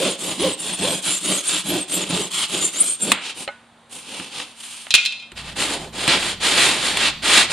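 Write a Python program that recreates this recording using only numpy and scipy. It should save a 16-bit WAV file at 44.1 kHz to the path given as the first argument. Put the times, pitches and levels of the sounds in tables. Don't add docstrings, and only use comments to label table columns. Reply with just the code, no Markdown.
import sys
import numpy as np
from scipy import signal
from scipy.fft import rfft, irfft, next_fast_len
from scipy.io import wavfile
from scipy.ndimage import uniform_filter1d

SR = 44100
rng = np.random.default_rng(int(sys.argv[2]) if len(sys.argv) > 2 else 0)


def bounce(signal):
    frames = np.transpose(np.atleast_2d(signal))
    limited = np.clip(frames, -1, 1)
    pcm = np.round(limited * 32767).astype(np.int16)
    wavfile.write(sys.argv[1], SR, pcm)


N = 331632
T = np.arange(N) / SR

# (start [s], pressure peak [s], end [s], sheet drone [dB], rasp [dB], hiss [dB],
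#  mid-stroke tooth rate [teeth/s], tooth tone [dB])
SAW_STROKES = [(-0.069, 0.06, 0.17, -24.5, -23, -29.5, 588.0, -22.0),
               (0.176, 0.332, 0.38, -27.5, -27.0, -28.5, 560.0, -33.5),
               (0.355, 0.44, 0.56, -24, -23.0, -30.5, 520, -19),
               (0.569, 0.733, 0.78, -32, -27.5, -30.5, 450.0, -44),
               (0.766, 0.826, 1.012, -23.5, -23, -27, 605, -25),
               (1.015, 1.084, 1.203, -32.5, -23.0, -24.0, 400.0, -44),
               (1.2, 1.304, 1.425, -26.0, -23.0, -24, 320.0, -32),
               (1.424, 1.566, 1.63, -32.5, -21.5, -25, 420, -45),
               (1.632, 1.735, 1.852, -23.5, -24.5, -29.5, 352, -24),
               (1.878, 2.038, 2.06, -25.5, -24, -27, 580, -42.0),
               (2.049, 2.114, 2.3, -22.5, -24.0, -29.5, 430.0, -28),
               (2.302, 2.443, 2.474, -36.0, -21.5, -27.5, 400.0, -46.5),
               (2.475, 2.529, 2.722, -27.5, -24, -26, 284, -41.5),
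               (2.718, 2.745, 2.97, -35.0, -28, -26, 265, -46.0),
               (2.985, 3.106, 3.164, -26.5, -27.5, -30, 230, -31.5)]
# (power of the speed [-], rise under full pressure [dB])
SAW_RESPONSE = [(0.81, 10.5), (0.56, 7.5), (0.69, -3)]
# (frequency [Hz], relative density [dB per Hz])
SAW_SPECTRUM = [(30, -53), (70, -15.5), (120, -16), (182, 2), (225, -10), (305, -0.5), (490, -9.5),
                (630, -7), (760, -12), (1300, -11), (1800, -14.5), (2500, -7.5), (3300, -2), (4300, -8),
                (5800, -15), (7300, -4.5), (9000, -2.5), (13200, -27)]


def sawing():
    teeth, tone = blade_motion()
    unsteady_teeth = teeth * (1 + .06 * drift(300))
    phase = 2 * np.pi * np.cumsum(unsteady_teeth) / SR
    force = crumbling(grain_db=1.8, clump_db=1.3) * (1 + .2 * np.cos(phase))
    cut = rubbing(SAW_STROKES, SAW_RESPONSE, SAW_SPECTRUM, force, drone_db=0, rasp_db=.5, hiss_db=-1.23)
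    delayed = T - .0011 * from_db(1.2 * drift(6))
    echo = np.array([np.interp(delayed, T, ear) for ear in cut])
    cut = cut + .35 * np.tanh(2 * drift(3)) * echo
    pluck_wave = np.sin(phase) + 0.17 * np.sin(2 * phase)
    pluck = tone * from_db(2.8 * drift(120)) * pluck_wave
    return cut + pluck * from_db([[-.8], [.8]])


IDLE_TEETH_PER_S = 170


def blade_motion():
    teeth, tone = np.full(N, float(IDLE_TEETH_PER_S)), np.zeros(N)
    for start, _, end, *_, top_rate, level_db in SAW_STROKES:
        span = slice(*np.searchsorted(T, [start, end]))
        bite = stroke_speed(T[span], start, end) ** 2
        teeth[span] += (top_rate - IDLE_TEETH_PER_S) * bite
        early = 2 * (end - T[span]) / (end - start)
        tone[span] += from_db(level_db) * bite * early
    return teeth, tone


def stroke_speed(t, start, end):
    arc = np.sin(np.pi * (t - start) / (end - start))
    return np.maximum(arc, 0) * (t > start) * (t < end)


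TURN_S = .012


def stroke_gains(strokes, law):
    power = np.zeros((3, N))
    for start, peak, end, *levels in strokes:
        span = slice(*np.searchsorted(T, [start, end]))
        speed = stroke_speed(T[span], start, end)
        slack = np.interp(T[span], [start, peak, end], [1, 0, 1])
        for k, (speed_power, pressure_db) in enumerate(law):
            gain = speed ** abs(speed_power) * from_db(levels[k] - pressure_db * slack)
            power[k, span] += gain ** 2
    return uniform_filter1d(np.sqrt(power), int(TURN_S * SR) + 1, axis=1)


def rubbing(strokes, law, spectrum, force, drone_db, rasp_db, hiss_db):
    edges_hz = (40, 900, 5500, 20000)
    gains, trims_db = stroke_gains(strokes, law), (drone_db, rasp_db, hiss_db)
    bands = zip(edges_hz, edges_hz[1:])
    return sum(gain * from_db(trim_db) * coloured(spectrum, force, band)
               for gain, trim_db, band in zip(gains, trims_db, bands))


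def crumbling(grain_db, clump_db):
    return from_db(grain_db * drift(2500) + clump_db * drift(130))


# (start [s], end [s], start pitch [Hz], end pitch [Hz], nominal level [dB])
LOUD_SQUEAKS = [(.40, .436, 9800, 9850, -22), (.51, .555, 7500, 8370, -22.5), (.722, .762, 8300, 9330, -22),
                (1.05, 1.17, 10250, 9700, -26), (1.09, 1.175, 7150, 7300, -23),
                (1.28, 1.39, 9300, 8230, -26), (1.455, 1.50, 8300, 9200, -22),
                (1.66, 1.725, 10800, 11600, -24), (1.80, 1.84, 9200, 8200, -24.5),
                (1.92, 1.985, 11100, 12540, -30), (1.93, 1.99, 7400, 7730, -20),
                (2.60, 2.69, 6860, 7300, -19), (2.635, 2.68, 8330, 8590, -22.5),
                (2.765, 2.825, 6500, 8500, -20.5), (2.798, 2.829, 8780, 9120, -9.5),
                (2.825, 2.965, 8320, 8630, -19), (3.005, 3.06, 7470, 7560, -19.5),
                (3.015, 3.048, 8664, 8900, -17)]


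def loud_squeaks():
    return squeaks(LOUD_SQUEAKS, waver=.009, flutter_db=2.5)


def squeaks(rows, waver, flutter_db):
    out = np.zeros((2, N))
    wobble, flutter = 1 + waver * drift(1100), from_db(flutter_db * drift(250))
    for start, end, from_hz, to_hz, level_db in rows:
        span = slice(int(start * SR), int(end * SR))
        u = (T[span] - start) / (end - start)
        pitch = from_hz + (to_hz - from_hz) * np.sin(np.pi * u / 2)
        phase = 2 * np.pi * np.cumsum(pitch * wobble[span]) / SR + rng.normal(0, .8, (2, 1))
        ear_gain = from_db(level_db + rng.normal(0, .8, (2, 1)))
        swell = np.sin(np.pi * u)
        out[:, span] += ear_gain * swell * flutter[span] * np.sin(phase)
    return out


SQUEAK_LOW_HZ, SQUEAK_HIGH_HZ = 6950, 12300
SQUEAK_S = 0.046
SQUEAK_FOLLOWS = 0.15
SQUEAK_DB, SQUEAK_SPREAD_DB = 2.5, 6


def stray_squeaks(count):
    rows = []
    for start, _, end, _, _, hiss_db, *_ in SAW_STROKES:
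        for when, length, pitch, weakness in rng.random((count, 4)):
            lasts = min(SQUEAK_S * (.5 + length), (end - start) / 2)
            onset = start + (end - start - lasts) * (.08 + .84 * when)
            times = np.array([onset, onset + lasts])
            full_speed_hz = SQUEAK_LOW_HZ * (SQUEAK_HIGH_HZ / SQUEAK_LOW_HZ) ** pitch
            hz = full_speed_hz * stroke_speed(times, start, end) ** SQUEAK_FOLLOWS
            level_db = hiss_db + SQUEAK_DB - SQUEAK_SPREAD_DB * weakness
            level_db += at_hz(SAW_SPECTRUM, hz.mean()) / 2
            rows.append((*times, *hz, level_db))
    return rows


# (start [s], pressure peak [s], end [s], sheet drone [dB], rasp [dB], hiss [dB])
PARTING_STROKES = [(3.206, 3.305, 3.335, -44, -28.5, -40.5), (3.345, 3.412, 3.464, -38.5, -35, -33.5),
                   (3.894, 3.925, 4.05, -44, -39, -36.5), (4.015, 4.151, 4.34, -39.5, -34, -39.5),
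                   (4.311, 4.395, 4.456, -37, -29, -37), (4.414, 4.455, 4.58, -55, -46.5, -49),
                   (4.555, 4.63, 4.91, -59, -37, -36.5)]
# (power of the speed [-], rise under full pressure [dB])
PARTING_RESPONSE = [(0.58, 7.8), (0.44, 5), (0.47, 6.9)]
# (frequency [Hz], relative density [dB per Hz])
PARTING_SPECTRUM = [(59, -45), (100, -19.5), (284, -4), (348, -12.5), (513, -8), (643, -17), (805, -8.5),
                    (1900, -10), (2860, 1), (5730, -8), (9160, 5.5), (13200, -21.5)]


def parting():
    force = crumbling(grain_db=1.0, clump_db=1.2)
    return rubbing(PARTING_STROKES, PARTING_RESPONSE, PARTING_SPECTRUM, force,
                   drone_db=0.1, rasp_db=0.34, hiss_db=0.8)


# (start [s], pressure peak [s], end [s], sheet drone [dB], rasp [dB], hiss [dB])
RASPING_STROKES = [(5.354, 5.385, 5.436, -46.5, -31.5, -42), (5.40, 5.49, 5.56, -46, -34.5, -44),
                   (5.556, 5.595, 5.72, -30, -20.5, -25), (5.678, 5.732, 5.785, -29, -24, -28),
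                   (5.749, 5.801, 5.905, -36, -37, -41), (5.925, 6.048, 6.108, -32, -24.5, -30.5),
                   (6.066, 6.085, 6.19, -25, -12.5, -25), (6.116, 6.311, 6.36, -33.5, -22.5, -28),
                   (6.401, 6.445, 6.57, -28.5, -15.5, -21.5), (6.49, 6.59, 6.80, -26, -14, -19.5),
                   (6.747, 6.87, 6.99, -32, -20, -26), (6.937, 7.088, 7.118, -30.5, -15.5, -25.5),
                   (7.222, 7.385, 7.463, -25.5, -10.5, -17.3), (7.494, 7.53, 7.62, -29, -14, -21)]
# (power of the speed [-], rise under full pressure [dB])
RASPING_RESPONSE = [(.41, 1.8), (.45, 8), (.59, 6.7)]
# (frequency [Hz], relative density [dB per Hz])
RASPING_SPECTRUM = [(60, -33), (120, -14.5), (200, -6), (300, -4.5), (600, -5.5), (1200, -6.5),
                    (2300, -3.5), (3300, -1), (4300, -3.5), (5900, -13), (7300, -5.5), (9000, -5.5),
                    (10400, -13), (14000, -37)]


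def rasping():
    force = crumbling(grain_db=1.0, clump_db=1.0)
    return rubbing(RASPING_STROKES, RASPING_RESPONSE, RASPING_SPECTRUM, force,
                   drone_db=-0.4, rasp_db=0.38, hiss_db=1.1)


# (time [s], burst level before dulling [dB], dulling cutoff [Hz], thump level [dB])
CRACKS_AND_CLICK = [(3.118, 1.5, 8500, -22), (3.477, -15, 2530, -49), (4.199, -23, 3970, -33.5),
                    (4.4, -20, 4070, -58), (4.868, -22, 2488, -53), (5.318, -29, 6030, -40),
                    (6.078, -7, 8000, -20), (6.971, -10, 9000, -46)]
# (frequency [Hz], relative density [dB per Hz])
CRACK_SPECTRUM = [(30, -40), (120, -30), (400, -14), (800, -0.5), (1500, -2), (2800, 2), (4200, -3),
                  (5800, -21.5), (8000, 3), (14000, -18.5)]


def cracks_and_click(crack_t60, thump_t60, tail_db, tail_t60):
    burst = coloured(CRACK_SPECTRUM)
    thump = coloured([(30, -17), (170, 4), (350, 3), (900, -33), (4000, -64)], band=(70, SR))
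    wash = from_db(tail_db) * lowpass(coloured(CRACK_SPECTRUM), 4200)
    out = np.zeros((2, N))
    for s, level_db, dull_hz, thump_db in CRACKS_AND_CLICK:
        noise = burst * dying(s, crack_t60) + wash * dying(s, tail_t60)
        out += from_db(level_db) * lowpass(noise, dull_hz)
        out += from_db(thump_db) * thump * dying(s, thump_t60)
    return out


# (time [s], level [dB], brightness [dB])
KNOCKS = [(3.477, -22.5, 3.3), (3.488, -27, -3)]
# (frequency [Hz], relative level [dB], 60 dB decay time [s])
KNOCK_RING = [(570, 1, .06), (813, -2, .05), (1276, -6, .05), (2143, -4, .07), (3000, -10, .05),
              (4150, -7, .04), (1480, -14, .3)]


def knocking():
    return struck(KNOCKS, KNOCK_RING, spread_db=3.0)


# (time [s], relative strength [dB], brightness [dB])
KNIFE_BOUNCES = [(4.906, -12.5, 5), (4.94, -6.5, -5), (4.95, -8, -4), (4.981, -19.5, -11),
                 (5.0287, -26, -1), (5.051, -16, 5), (5.0593, -14, 5), (5.1221, -21, 1), (5.1982, -27, -1),
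                 (5.224, -28, -4.5)]
# (frequency [Hz], relative level [dB], 60 dB decay time [s])
BLADE_RING = [(1440, -22, .22), (2121, -22, .3), (2454, -1, .13), (2646, -7, .2), (2830, -11, .06),
              (3010, -8, .1), (3215, -8, .25), (3540, -5, .14), (3700, -9, .26), (3952, -8, .1),
              (4110, -6, .18), (4630, -16, .12), (5080, -17, .1), (6650, -22, .07), (7600, -26, .07),
              (8290, -24, .07)]
# (frequency [Hz], relative density [dB per Hz])
CLINK_SPECTRUM = [(300, -46), (1200, -14.5), (2000, -8.5), (2700, 3.5), (4200, 0.5), (6000, -7), (9500, -8),
                  (14000, -39)]


def dropped_knife(ring_db, clink_db, thump_db, clink_t60, thump_t60):
    hardness = [(s, from_db(strength_db)) for s, strength_db, _ in KNIFE_BOUNCES]
    clink_envelope = sum(hard ** 2 * dying(s, clink_t60) for s, hard in hardness)
    clink = coloured(CLINK_SPECTRUM) * clink_envelope
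    thump_envelope = sum(hard ** 3 * dying(s, thump_t60) for s, hard in hardness)
    thump = coloured([(30, 8), (500, 2), (1200, -9), (4000, -42)]) * thump_envelope
    ring = struck(KNIFE_BOUNCES, BLADE_RING, spread_db=3.5)
    return from_db(clink_db) * clink + from_db(thump_db) * thump + from_db(ring_db) * ring


def struck(hits, modes, spread_db):
    s, hit_db, bright_db = np.transpose(hits)[:3]
    out = np.zeros((2, N))
    for k, (hz, level_db, t60) in enumerate(modes):
        tilt = bright_db * np.tanh(4 * np.log2(hz / 3000))
        chance_db = spread_db * rng.standard_normal((len(s), 2)).T
        clicks = np.zeros((2, N))
        clicks[:, np.round(s * SR).astype(int)] = from_db(hit_db + level_db + tilt + chance_db)
        r, w = np.exp(-np.log(1000) / (t60 * SR)), 2 * np.pi * hz / SR
        ring = signal.lfilter([0, np.sin(w)], [1, -2 * r * np.cos(w), r * r], clicks + 1e-18)
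        out += (-1) ** k * ring
    return out


def room(x, t60, wall_hz):
    noise = coloured([(60, -21), (200, 7.5), (9000, 10.5)])
    tail = lowpass(noise * dying(0.0023, t60), wall_hz)[:, :SR]
    unit_tail = tail / np.sqrt(np.sum(tail ** 2) / 2)
    return signal.fftconvolve(x, unit_tail, axes=1)[:, :N]


# (frequency [Hz], relative density [dB per Hz])
AIR_SPECTRUM = [(25, -22.5), (100, -5), (220, -5), (400, -9.5), (900, -4), (2500, -14), (3800, -13),
                (5500, -28), (9000, -19), (14000, -49)]
# (frequency [Hz], relative density [dB per Hz])
RUMBLE_SPECTRUM = [(20, 9), (45, -4.5), (90, 10), (200, 12.5), (500, -45), (2000, -24)]
# (frequency [Hz], level at first [dB], level later [dB])
MAINS_HUM = [(59, -88, -49.5), (232.6, -61, -55)]
HUM_STEP_S, RUMBLE_RISE_S = 5.316, .3


def background(air_db, rumble_db):
    later = np.clip((T - HUM_STEP_S) * 100, 0, 1)
    swell = later * np.interp(T - HUM_STEP_S, [0, RUMBLE_RISE_S], [.5, 1])
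    hum = np.zeros(N)
    for hz, first_db, later_db in MAINS_HUM:
        gain = from_db(first_db + (later_db - first_db) * later + drift(11.0))
        hum += gain * np.sqrt(2) * np.sin(2 * np.pi * hz * T + 0.24 * drift(7.2))
    air = from_db(air_db) * coloured(AIR_SPECTRUM)
    return hum + air + from_db(rumble_db) * swell * coloured(RUMBLE_SPECTRUM)


# (frequency [Hz], correlation [-])
EAR_LIKENESS = [(60, 0.96), (130, 0.98), (280, 1), (600, 0.98), (1280, 0.91), (2760, 0.9), (5950, 0.62),
                (12800, 0.18)]
# (frequency [Hz], left minus right [dB])
EAR_BALANCE = [(60, -1), (250, -1.4), (500, -1.4), (1000, -1), (4000, -0.6), (8000, 0.3), (12000, -2.5)]


def coloured(spectrum, force=1., band=(10, SR)):
    size = next_fast_len(N)
    hz = np.arange(size // 2 + 1) * SR / size
    mid, side = rfft(rng.standard_normal((2, N)) * force, size)
    alike, ears = np.clip(at_hz(EAR_LIKENESS, hz), 0, .995), np.array([[1], [-1]])
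    pair = np.sqrt(1 + alike) * mid + np.sqrt(1 - alike) * side * ears
    pair = pair * from_db(at_hz(EAR_BALANCE, hz) * ears / 2)
    edges = ((1 + (band[0] / (hz + 1)) ** 8) * (1 + (hz / band[1]) ** 8)) ** -.5
    return rms_one(irfft(pair * from_db(at_hz(spectrum, hz)) * edges, size)[:, :N])


def at_hz(points, hz):
    f, value = np.transpose(points)
    return np.interp(np.log(hz + 1), np.log(f), value)


def drift(rate):
    return rms_one(np.interp(T * rate, np.arange(60000), rng.standard_normal(60000)))


def dying(s, t60):
    return (T >= s) * from_db(-60 * np.clip((T - s) / t60, 0, 3))


def lowpass(x, hz):
    return signal.sosfilt(signal.butter(2, min(hz, .45 * SR), fs=SR, output="sos"), x + 1e-18)


def from_db(db):
    return 10 ** (np.asarray(db) / 20)


def rms_one(x):
    return x / np.sqrt(np.mean(x ** 2) + 1e-20)


def scene():
    foam = sawing() + loud_squeaks()
    foam += squeaks(stray_squeaks(count=9), waver=.008, flutter_db=3)
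    foam += parting()
    rasp = rasping()
    blows = cracks_and_click(crack_t60=0.031, thump_t60=0.1, tail_db=-19.5, tail_t60=0.46) + knocking()
    knife = dropped_knife(ring_db=-8.0, clink_db=11, thump_db=-6.0, clink_t60=0.052, thump_t60=0.024)
    sent = from_db(-14) * (foam + rasp) + from_db(-13) * knife
    echo = room(sent, t60=.5, wall_hz=6000)
    return foam + rasp + blows + knife + echo + background(air_db=-52.5, rumble_db=-43.5)


CUTOFF_HZ = 14500


def record(dry):
    notched = signal.lfilter(*signal.iirnotch(7900, 45, fs=SR), dry)
    clipped = np.clip(notched, -1, 1)
    return signal.sosfilt(signal.cheby1(8, .3, CUTOFF_HZ, fs=SR, output="sos"), clipped)


dry = scene()
out = record(dry)
bounce(out)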